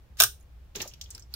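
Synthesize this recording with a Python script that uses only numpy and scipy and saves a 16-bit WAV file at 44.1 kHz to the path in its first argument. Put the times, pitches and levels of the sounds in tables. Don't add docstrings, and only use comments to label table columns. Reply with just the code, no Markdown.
import sys
import numpy as np
from scipy import signal
from scipy.fft import rfft, irfft
from scipy.io import wavfile

SR = 44100
rng = np.random.default_rng(int(sys.argv[2]) if len(sys.argv) > 2 else 0)


def wav_record(signal):
    frames = np.transpose(np.atleast_2d(signal))
    bounded = np.clip(frames, -1, 1)
    quanta = np.round(bounded * 32767).astype(np.int16)
    wavfile.write(sys.argv[1], SR, quanta)


N = 59535


def latches():
    # t/s, level/dB, lows/dB, highs/dB, rattle t60/s, left-right/dB, favoured f/Hz, its lift/dB
    cracks = [(0.1703, -52, -2.5, -7.5, 0.25, -3.5, 4800, 4.5),
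              (0.2016, -7.5, 3.5, -3, 0.022, -4.5, 3200, 8), (0.2064, -9.5, 2, -2.5, 0.011, 0, 6300, 5.5),
              (0.209, -19.5, -0.5, 3.5, 0.03, 3, 1550, 7), (.2200, -13.5, 0, -0.5, 0.02, -8, 1290, 3.5),
              (0.2243, -27.5, 5, 4.5, 0.1, 3, 1290, 2), (0.2363, -15, 6, 1.5, 0.026, -1, 1590, 10),
              (0.2407, -24.5, 0, 0, 0.055, 0.5, 2000, 5)]
    # f/Hz, level/dB, t60/s
    modes = [(109, -22, 0.12), (406.2, -28, .2), (685, -17, 0.037), (853, -16, 0.026), (1290, -6, 0.039),
             (1570, -2.5, 0.0098), (1957, -10.5, 0.0041), (2860, -16, 0.023), (3115, -7, 0.0048),
             (3860, 1, 0.005), (4830, -8, .006), (5620, 0, 0.0036), (5900, -6.5, 0.0033), (6830, -8, 0.01),
             (8750, -4.5, .003), (10050, -16.5, 0.0034), (13800, -2.5, 0.0014)]
    crack_db, scatter_db, lift_width_oct = 5.5, 2.5, 0.24
    detune = 0.038
    highpass = signal.butter(2, 2600, "high", fs=SR, output="sos")
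    out = np.zeros((2, N))
    for start_s, level_db, lows_db, highs_db, t60_s, pan_db, favoured_hz, lift_db in cracks:
        burst = rattle(t60_s, attack_s=0.00026, spike_db=4.5, lag_s=0.00012)
        tilt = [(900, lows_db), (1250, 0), (13000, highs_db)]  # f/Hz, level/dB
        sound = amp(crack_db + highs_db) * match_decay_energy(signal.sosfilt(highpass, burst), t60_s)
        for hz, mode_db, ring_s in modes:
            strike_db = lift_db * np.exp(-(np.log2(hz / favoured_hz) / lift_width_oct) ** 2)
            gain = amp(mode_db + at_hz(tilt, hz) + strike_db + scatter_db * rng.standard_normal((2, 1)))
            hz *= 1 + detune * rng.uniform(-1, 1)
            drive = resonance(burst, hz, width_hz=hz)
            ring = resonance(drive, hz, mode_width_hz(ring_s))
            sound += gain * match_decay_energy(ring, t60_s) / 2
        place(out, start_s, amp(level_db) * sound, pan_db)
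    return out


def noise_swell():
    end_s, rise_s = 0.2022, 0.0051
    t = np.arange(N) / SR - end_s
    swell = np.exp(np.minimum(t, 0) / rise_s) * (t < 0)
    return amp(-15.5) * swell * resonance(rng.standard_normal((2, N)), hz=4300, width_hz=4300)


def ticks():
    # t/s, level/dB, f/Hz, width/Hz, sheen/dB, t60/s, left-right/dB
    contacts = [(0.3995, -70, 10100, 4000, 9, 0.034, -10), (0.4069, -63.5, 6830, 1020, 6.5, 0.078, -7),
                (0.427, -66.5, 10400, 1005, 8, 0.029, -3), (0.7529, -37.5, 3600, 1834, -20, 0.079, -2),
                (0.7587, -32, 6140, 1960, 0.5, 0.049, -4), (0.802, -32.5, 3060, 1980, -18, 0.079, -0.5),
                (.8075, -33.5, 3350, 2200, -11, 0.032, -3.5), (0.8165, -29, 6470, 2310, 1.5, 0.035, -5),
                (0.821, -30.5, 5740, 2400, 4.5, 0.036, 2), (0.8759, -42, 6020, 2760, 6.5, 0.11, -1.5),
                (0.912, -57.5, 2910, 900, -18, 0.18, -4), (0.936, -48, 2980, 1500, -2.5, 0.045, 0),
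                (0.937, -47, 5560, 2500, -1, 0.052, 0), (1.0121, -35, 5930, 2450, -2, 0.056, 1.5),
                (1.0118, -38, 3430, 1180, -1.5, 0.036, -3), (1.0395, -47.5, 5200, 2500, 0, 0.076, -1),
                (1.058, -52, 3270, 718, -16, 0.067, 2), (1.1047, -32.5, 7700, 2550, 2, 0.0057, 1),
                (1.1083, -40, 6260, 3580, -23, 0.062, -4.5), (1.1487, -37.5, 5230, 700, -4, 0.028, 1.5),
                (1.1486, -42.5, 7200, 2550, -6, 0.038, -4), (1.148, -47.5, 10540, 1200, -18, 0.025, 4),
                (1.179, -43.5, 5240, 2493, 2.5, 0.02, 2), (1.195, -47, 6600, 2650, 0, 0.049, -5),
                (1.2227, -48, 5310, 805, -13, 0.05, -2), (1.2235, -60, 7660, 794, -15, .05, -7),
                (1.3391, -28.5, 4660, 940, 0.5, 0.019, -9), (1.3435, -43, 4470, 1200, 2, 0.15, 1)]
    sheen_t60_s = 0.14
    out = np.zeros((2, N))
    for start_s, level_db, hz, width_hz, sheen_db, t60_s, pan_db in contacts:
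        burst = rattle(t60_s, attack_s=0.00036, spike_db=2, lag_s=-0.0001)
        t = np.arange(burst.shape[1]) / SR
        tone = match_decay_energy(double_resonance(burst, hz, width_hz), t60_s)
        sheen = amp(sheen_db - 60 * t / sheen_t60_s) * resonance(burst, hz=12260, width_hz=9300)
        place(out, start_s, amp(level_db) * (tone + sheen), pan_db)
    return out


def desk_bumps():
    # t/s, level/dB, f/Hz, t60/s
    knocks = [(0.756, -44, 443, 0.053), (.764, -40.5, 401, 0.083), (.77, -48, 117, 0.052),
              (0.805, -44.5, 361.3, 0.15), (0.804, -40.5, 1821, 0.05), (0.805, -47, 873, 0.11),
              (0.831, -52, 1181, 0.08), (0.852, -42.5, 610, 0.072), (1.179, -54.5, 1470, 0.028),
              (1.34, -49, 1420, 0.031)]
    out = np.zeros((2, N))
    for start_s, level_db, hz, t60_s in knocks:
        push = rattle(t60_s, attack_s=0.00082, spike_db=4.5, lag_s=0)[[0, 0]]
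        ring = resonance(push, hz, mode_width_hz(t60_s))
        place(out, start_s, amp(level_db) * match_decay_energy(ring, t60_s), pan_db=0)
    return out


def desk_rub():
    # t/s, level/dB
    envelope = [(0.748, -57), (0.755, -37.5), (0.788, -46.5), (0.811, -38.5), (0.859, -51), (.89, -59.5),
                (.96, -67), (1.121, -63), (1.158, -53.5), (1.21, -66), (1.272, -84), (1.35, -51)]
    # f/Hz, relative density/dB
    spectrum = [(100, -4.5), (200, -2), (350, -2), (600, -7), (1500, -11), (3500, -8), (7000, -11),
                (9000, -28), (16000, -14)]
    grain_db = 3
    grains = rng.standard_normal((2, N)) * amp(grain_db * np.minimum(rng.exponential(1, N), 4))
    friction = irfft(rfft(grains) * amp(at_hz(spectrum, bins_hz())), N)
    level_db = np.interp(np.arange(N) / SR, *np.transpose(envelope), left=-120, right=-120)
    return amp(level_db) * unit_rms(friction)


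def rattle(t60_s, attack_s, spike_db, lag_s):
    spike_t60_s, grain_db, share = 0.004, 3, 0.55
    t = np.arange(SR // 4) / SR
    port_noise, noise = rng.standard_normal((2, len(t))), rng.standard_normal(len(t))
    grain_size = np.minimum(rng.exponential(1, len(t)), 4)
    common = np.sqrt(share) * noise * amp(grain_db * (grain_size - 2.5))
    ports = np.sqrt(1 - share) * port_noise + [np.roll(common, int(lag_s * SR)), common]
    decay = amp(-60 * t / t60_s) + amp(spike_db - 60 * t / spike_t60_s)
    return (1 - np.exp(-t / attack_s)) * decay * ports


def room(x):
    decay = [(200, 0.2), (1300, 0.13), (2200, 0.19), (6000, 0.22), (15000, 0.2)]  # f/Hz, t60/s
    level_db, gap_s = -13, 0.003
    t, tail = np.arange(SR // 2) / SR, 0
    for hz in 125 * 2. ** np.arange(8):
        edges_hz = [hz / np.sqrt(2), min(hz * np.sqrt(2), SR / 2.2)]
        band = signal.butter(2, edges_hz, "band", fs=SR, output="sos")
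        tail += signal.sosfilt(band, rng.standard_normal((2, len(t)))) * amp(-60 * t / at_hz(decay, hz))
    tail = tail * (t > gap_s) / np.sqrt(np.sum(tail ** 2) / 2)
    return amp(level_db) * signal.fftconvolve(x, tail, axes=1)[:, :N]


def background():
    # f/Hz, relative density/dB
    spectrum = [(12, -44), (20, -13), (77, -8), (184, -24), (218, -30), (465, -34), (670, -35), (2060, -43),
                (2660, -43), (6000, -50), (9400, -56), (12000, -53), (14500, -50), (16000, -51)]
    # f/Hz, left-right correlation
    correlation = [(60, .93), (240, .75), (950, .2), (3770, .1), (15000, -.2)]
    mid, side = rfft(rng.standard_normal((2, N))) * amp(at_hz(spectrum, bins_hz()))
    alike = at_hz(correlation, bins_hz())
    air = irfft(np.sqrt(1 + alike) * mid + np.sqrt(1 - alike) * side * [[1], [-1]], N)
    drone = double_resonance(rng.standard_normal(2 * N), hz=62.5, width_hz=13)[N:]
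    return amp(-53.5) * unit_rms(air) + amp(-52) * unit_rms(drone)


def amp(db):
    return 10 ** (np.asarray(db) / 20)


def unit_rms(x):
    return x / np.sqrt(np.mean(x ** 2) + 1e-20)


def bins_hz():
    return np.maximum(np.arange(N // 2 + 1) * SR / N, 1)


def at_hz(points, hz):
    points_hz, values = np.transpose(points)
    return np.interp(np.log(hz), np.log(points_hz), values)


def mode_width_hz(t60_s):
    return np.log(1000) / np.pi / t60_s


def resonance(x, hz, width_hz):
    r = np.exp(-np.pi * width_hz / SR)
    feedback = [1, -2 * r * np.cos(2 * np.pi * hz / SR), r * r]
    return signal.lfilter([(1 - r * r) / 2, 0, (r * r - 1) / 2], feedback, x)


def double_resonance(x, hz, width_hz):
    return resonance(resonance(x, hz, width_hz), hz, width_hz)


def match_decay_energy(x, t60_s):
    return x * np.sqrt(t60_s * SR / np.log(1e6) / np.sum(x ** 2, axis=-1, keepdims=True))


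def place(out, start_s, sound, pan_db):
    i = int(start_s * SR)
    n = min(sound.shape[1], N - i)
    out[:, i:i + n] += sound[:, :n] * amp([[pan_db / 2], [-pan_db / 2]])


def scene():
    direct = noise_swell() + latches() + ticks() + desk_bumps() + desk_rub()
    heard = direct + room(direct)
    lowpass = signal.butter(1, 1100, fs=SR, output="sos")
    crossfeed = signal.sosfilt(lowpass, heard[::-1] - heard) / 2
    return heard + crossfeed + background()


def record(dry):
    stop_hz, ceiling = 16750, 0.88
    lowpass = signal.cheby2(16, 80, stop_hz, fs=SR, output="sos")
    clipped = ceiling * np.tanh(signal.sosfilt(lowpass, dry) / ceiling)
    return signal.sosfilt(lowpass, clipped)


dry = scene()
out = record(dry)
wav_record(out)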